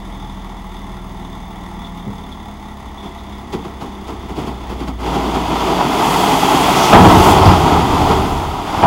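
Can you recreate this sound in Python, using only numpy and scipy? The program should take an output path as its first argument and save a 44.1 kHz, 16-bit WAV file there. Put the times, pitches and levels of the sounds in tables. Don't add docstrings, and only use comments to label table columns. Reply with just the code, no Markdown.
import sys
import numpy as np
from scipy import signal
from scipy.fft import rfft, irfft
from scipy.io import wavfile
from scipy.ndimage import uniform_filter1d

SR = 44100
rng = np.random.default_rng(int(sys.argv[2]) if len(sys.argv) > 2 else 0)


def waveform_to_disk(signal):
    frames = np.transpose(np.atleast_2d(signal))
    scaled = np.clip(frames, -1, 1) * 32767
    samples = np.round(scaled).astype(np.int16)
    wavfile.write(sys.argv[1], SR, samples)


N = 390726
T = np.arange(N) / SR

# pitch_hz, relative_db
YARD_COLOUR = [(20, -12), (55, 3.5), (140, -11), (210, -3.5), (370, -6.5), (540, -16.5), (860, -7.5),
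               (1550, -26.5), (2020, -17), (2560, -31.5), (3500, -22.5), (4100, -35), (6400, -35),
               (15000, -64)]
# time_s, pitch_hz
HUM_PITCH = [(.5, 199), (2.7, 204.6), (3.5, 199.9), (5, 205.8)]
# time_s, firing_rate_hz
ENGINE_SPEED = [(0.0, 40.66), (1.0, 39.98), (1.32, 38.75), (2.09, 38.23), (2.63, 34.75), (3.38, 33.86),
                (4.45, 31.62), (4.96, 29.75), (5.61, 28.5), (6.1, 26.3)]
# multiple_of_firing_rate, level_db
EXHAUST_TONES = [(1.5, -44), (3, -44), (3.5, -48), (4, -50), (6, -46), (7, -45.5), (9, -50)]
# pitch_hz, width_hz, relative_db
BLOCK_RINGS = [(673, 19, 0.5), (843, 73, 1.5), (1030, 236, -2), (1161, 160, -3), (1359, 59, -10.5),
               (1960, 140, -13.5), (2210, 135, -15.5), (2970, 860, -23), (5020, 450, -27.5),
               (6280, 370, -25.5), (10800, 3900, -35)]
# pitch_hz, width_hz, relative_db
LOOSE_PART_RINGS = [(3445, 125, 4.5), (3640, 150, 0), (5020, 230, -20), (6200, 740, -22)]
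# pitch_hz, width_hz, relative_db
FRAME_RINGS = [(113.4, 34, -5), (202, 30, -2), (274, 27, -8), (400, 170, -15)]
# start_s, pitch_hz, width_hz, level_db, length_s
SQUEAKS = [(1.84, 3466, 90, -37, 0.045), (2.318, 3420, 89.6, -37, 0.034), (3.186, 3555, 90, -38.5, 0.027),
           (6.76, 5640, 900, -26, 0.087), (6.83, 5600, 1012, -24, 0.067), (7.45, 4800, 400, -24, 0.064)]
# pitch_hz, relative_db
SAND_COLOUR = [(5000, -0.5), (7000, 5), (8500, 0.5), (10200, 1), (12000, 0), (13200, -4), (15700, -3)]
# pitch_hz, relative_db
GRIT_COLOUR = [(940, -23), (1600, -9.5), (2030, 3), (2310, -1.5), (2500, 1), (2980, 1), (3370, 3.5),
               (3950, -7), (4700, -4.5), (5670, -11), (6740, -12), (9000, -28), (11700, -24), (19800, -120)]
# start_s, strength_db, length_s
SLIPS = [(3.029, -34, .072), (3.525, -23.5, 0.041), (3.64, -32.5, 0.046), (3.807, -28, 0.054),
         (4.071, -29, .058), (4.284, -32, .062), (4.358, -26.5, 0.11), (4.464, -26.5, 0.048),
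         (4.693, -27.5, 0.053), (4.79, -29.5, 0.058), (4.876, -25, 0.033), (5.052, -29.5, .054),
         (5.143, -22.5, 0.04), (5.344, -21.5, .032)]
# time_s, strength_db
LONG_SCRAPE = [(4.98, -31.5), (5.07, -22.5), (5.45, -21.5), (5.65, -17.5), (5.92, -18), (6.1, -15),
               (6.6, -14), (6.92, -12), (7.1, -9), (7.46, -11.5), (7.88, -16), (8.1, -14.5), (8.25, -19.5),
               (8.58, -24.5), (8.8, -18)]
# start_s, clang_db, slam_db, flex_db, decay_s
BLOWS = [(3.533, -38, -21, -28, 0.035), (5.803, -10.5, -36, -36, .025), (6.926, 3, 4, -10, .047),
         (6.986, -18, -3.5, -6.5, 0.098), (7.045, -5.5, -2, -10, 0.044), (7.155, -15, -7, -27, 0.035),
         (7.409, -7.5, -14, -8, 0.045), (7.458, -8, -7, -1, 0.029), (7.746, -15, -18, -11.5, 0.064),
         (8.101, -29, -15, -18, 0.034), (8.768, -20, -18, -27, .02), (8.825, -7.5, -10.5, -17, .08)]
# pitch_hz, width_hz, relative_db
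PLATE_RINGS = [(648, 102, -7), (727, 63, -1), (817, 80, -2), (885, 39, 1), (926, 66, -1), (1015, 105, -2),
               (1128, 152, -8.5), (1289, 116, -5), (1390, 480, -13)]
# pitch_hz, width_hz, relative_db
BED_RINGS = [(133, 29, -4.5), (185, 38.6, -2), (225.7, 17, -1.5), (258, 18.3, 1), (300.3, 39.6, 1),
             (371, 67, 0), (441.6, 59, -2), (501, 57, -7.5)]
# pitch_hz, width_hz, relative_db
SLAM_RINGS = [(75, 42, -6), (120, 45, -1), (167.4, 30, 3), (227, 47, -1.5), (302, 53, -1), (393, 190, -6)]
# pitch_hz, width_hz, relative_db
BENDING_RINGS = [(32, 27, -4), (55, 4.1, 0.5), (82.6, 21, 4.5), (129, 7.9, -3), (139, 31, -5.5)]

IDLE_HZ, UNLOAD_S, RECOVER_S = 39.5, 6.9, 1.1
CREEPS_S, STICKS_S, RUNS_S = 2.76, 4.88, 4.97
OVERHANGS_S, LANDS_S, SETTLES_S = 5.33, 6.935, 8.34
POUR_S, GUSH_S, POUR_ENDS_S = 5.8, 7.13, 7.32


def gain(db):
    return 10 ** (np.asarray(db) / 20)


def curve(table):
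    return np.interp(T, *np.transpose(table))


def unit(x):
    return x / np.sqrt(np.mean(x ** 2))


def noise():
    return rng.standard_normal(N)


def wander(rate_hz):
    step = int(SR / rate_hz)
    heights = np.repeat(rng.standard_normal(N // step + 2), step)
    return unit(uniform_filter1d(heights, step)[:N])


def waver(depth_db, rate_hz):
    return unit(gain(depth_db * wander(rate_hz)))


def fade_in(start_s, rise_s):
    return np.clip((T - start_s) / rise_s, 0, 1)


def die_away(end_s, decay_s):
    return np.exp(-np.maximum(T - end_s, 0) / decay_s)


def swell(start_s, length_s):
    age = np.maximum(T - start_s + .004, 0) / (length_s * .3)
    return age * np.exp(1 - age)


def clicks(per_s, spread_db):
    ticks = (rng.random(N) < per_s / SR) * rng.choice([-1, 1], N)
    return unit(ticks * gain(spread_db * np.clip(noise(), -2, 2)))


def ring(push, tap):
    return signal.fftconvolve(push, tap / np.linalg.norm(tap))[:N]


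def colour(table, size=2048):
    hz, db = np.transpose(table)
    grid_hz = np.maximum(np.fft.rfftfreq(size, 1 / SR), 1)
    spectrum = gain(np.interp(np.log(grid_hz), np.log(hz), db))
    cepstrum = irfft(np.log(spectrum))
    cepstrum[1:size // 2] *= 2
    cepstrum[size // 2 + 1:] = 0
    return irfft(np.exp(rfft(cepstrum)))


def modes(table, size=16384):
    t = T[:size]
    return sum((-1) ** k * gain(db) * width * np.exp(-np.pi * width * t) * np.cos(2 * np.pi * hz * t)
               for k, (hz, width, db) in enumerate(table))


def band(tap, low_hz, high_hz):
    return signal.sosfilt(signal.butter(3, [low_hz, high_hz], "band", fs=SR, output="sos"), tap)


def echoes(x, length_s, echo_db):
    fade = gain(-60 * T / length_s) * fade_in(.006, .008)
    shift = 2 * np.pi * 0.6935 * T
    echo = np.cos(shift) * ring(x, noise() * fade) + np.sin(shift) * ring(x, noise() * fade)
    return (x + gain(echo_db) * echo) / np.hypot(1, gain(echo_db))


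def yard_rush():
    return gain(-34.5) * ring(noise() * waver(0.69, 16), colour(YARD_COLOUR))


def machine_hum():
    return gain(-38) * waver(0.68, 20) * np.sin(2 * np.pi * np.cumsum(curve(HUM_PITCH)) / SR)


def oil_pump(phase):
    pressure = gain(-39 + 2.0 * T) * die_away(2.13, 0.29)
    return pressure * waver(0.79, 12.1) * np.sin(4.58 * phase)


def exhaust(firing_hz, phase):
    pipe_hz, width_hz = 59, 4.5
    drone = gain(-25) / np.hypot(1, 2 * (2 * firing_hz - pipe_hz) / width_hz)
    tones = gain(-33 - 1.7 * (IDLE_HZ - firing_hz)) * np.sin(phase)
    tones += np.hypot(drone, gain(-42.5)) * np.sin(2 * phase)
    for multiple, db in EXHAUST_TONES:
        tones += gain(db) * waver(3.8, 5.9) * np.sin(multiple * phase + 2 * np.pi * rng.random())
    return tones


def engine_knock(firing_hz, firings):
    cylinder_db = np.array([5.5, 3.5, 4.9, 3.4, 3.0, 4.8])
    stroke = firings.astype(int)
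    force = gain(cylinder_db[stroke % len(cylinder_db)] + 1.1 * noise()[stroke])
    burst = force * (np.exp(-(firings % 1) / 0.25) + 0.58)
    knock = ring(unit(burst * noise()), band(modes(BLOCK_RINGS), 595, 16500))
    rattle = ring(unit(burst * noise()) * waver(3.2, 40), band(modes(LOOSE_PART_RINGS), 2960, 7700))
    level_db = -36.5 - 0.18 * (IDLE_HZ - firing_hz)
    return gain(level_db) * (knock + gain(-12) * rattle)


def truck():
    firing_hz = curve(ENGINE_SPEED)
    firing_hz += (IDLE_HZ - firing_hz) * fade_in(UNLOAD_S, RECOVER_S)
    firings = np.cumsum(firing_hz * (1 + 0.00492 * wander(12))) / SR
    phase = 2 * np.pi * firings
    tones = exhaust(firing_hz, phase) + oil_pump(phase) + machine_hum()
    return np.sqrt(2) * tones, engine_knock(firing_hz, firings)


def ram_thud():
    push = swell(start_s=2.062, length_s=0.063) * noise()
    return gain(-20.5) * ring(push, band(modes(FRAME_RINGS), 64, 450))


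def squeaks():
    return sum(gain(db) * ring(swell(start, length) * noise(), modes([(hz, width, 0)]))
               for start, hz, width, db, length in SQUEAKS)


def falling_sand(grit):
    flowing = fade_in(POUR_S, 0.32)
    gush = gain(-25) * fade_in(GUSH_S, .12)
    pour = np.hypot(gain(-29) * flowing, gush) * die_away(POUR_ENDS_S, 0.023)
    stream = gain(-40.5) * flowing * die_away(SETTLES_S, 0.27)
    shed = gain(-10.5) * grit
    flow = np.sqrt(pour ** 2 + stream ** 2 + shed ** 2)
    return ring(flow * clicks(14000, 2.5), colour(SAND_COLOUR))


def friction():
    slips = np.sqrt(sum((gain(db) * swell(start, length)) ** 2 for start, db, length in SLIPS))
    creep = gain(-48 + 6.5 * (T - CREEPS_S)) * fade_in(CREEPS_S, 0.083) * die_away(STICKS_S, 0.022)
    run = gain(curve(LONG_SCRAPE)) * fade_in(RUNS_S, 0.032)
    scrape = np.sqrt(creep ** 2 + run ** 2 + slips ** 2)
    overhang = fade_in(OVERHANGS_S, 1.75)
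    landed = fade_in(LANDS_S, .02)
    skidding = landed * die_away(SETTLES_S, 0.2)
    on_bed = gain(2 - 6.5 * overhang)
    rumble = scrape * np.hypot(on_bed, gain(-4.5) * skidding)
    boom = np.hypot(rumble, gain(3) * slips)
    grit = scrape * gain(-8.5 + 2.5 * overhang - 4 * landed)
    sway = gain(-19) * skidding + gain(-16.5) * boom
    return scrape, boom, grit, sway


def blows():
    strike, slam, flex = np.zeros((3, N))
    for start_s, clang_db, slam_db, flex_db, decay_s in BLOWS:
        blow = fade_in(start_s, 0.00072) * die_away(start_s, decay_s)
        strike = np.hypot(strike, gain(clang_db) * blow)
        slam = np.hypot(slam, gain(slam_db) * blow)
        flex = np.hypot(flex, gain(flex_db) * blow)
    return strike, slam, flex


def steel_stack():
    scrape, boom, grit, sway = friction()
    strike, slam, flex = blows()
    judder = wander(45)
    plate_push = np.hypot(scrape, strike) * unit(clicks(1800, 2.2) * gain(0.73 * judder))
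    clang = ring(plate_push, band(modes(PLATE_RINGS), 450, 1450))
    bed_push = boom * unit(clicks(900, 2.3) * gain(0.97 * judder))
    bed = ring(bed_push, band(modes(BED_RINGS), 110, 527))
    ground = ring(slam * clicks(1500, 1.7), band(modes(SLAM_RINGS), 50, 530))
    crack_push = strike ** 1.2 * clicks(3000, 7.1)
    crack = ring(crack_push, band(colour(GRIT_COLOUR), 1200, 3530))
    crunch = ring(grit * unit(clicks(9000, 1.8) * gain(.5 * judder)), colour(GRIT_COLOUR))
    bending = ring(np.hypot(sway, flex) * clicks(400, 3.1), band(modes(BENDING_RINGS), 30, 195))
    return gain(1.5) * clang + bed + ground + gain(-13.5) * crack + crunch + bending + falling_sand(grit)


def scene():
    tones, knock = truck()
    rush = yard_rush()
    steel = steel_stack() + squeaks() + ram_thud()
    knock = echoes(knock, length_s=0.27, echo_db=-7)
    steel = echoes(steel, length_s=0.65, echo_db=-11)
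    return (rush + tones + knock + steel)[None]


def record(dry):
    whine_hz, top_hz = 15734, 15780
    whine = gain(-61) * waver(3, 25) * np.sin(2 * np.pi * whine_hz * T)
    clipped = np.clip(0.86 * dry, -1, 1)
    return signal.sosfilt(signal.ellip(10, .1, 70, top_hz, fs=SR, output="sos"), clipped + whine)


dry = scene()
out = record(dry)
waveform_to_disk(out)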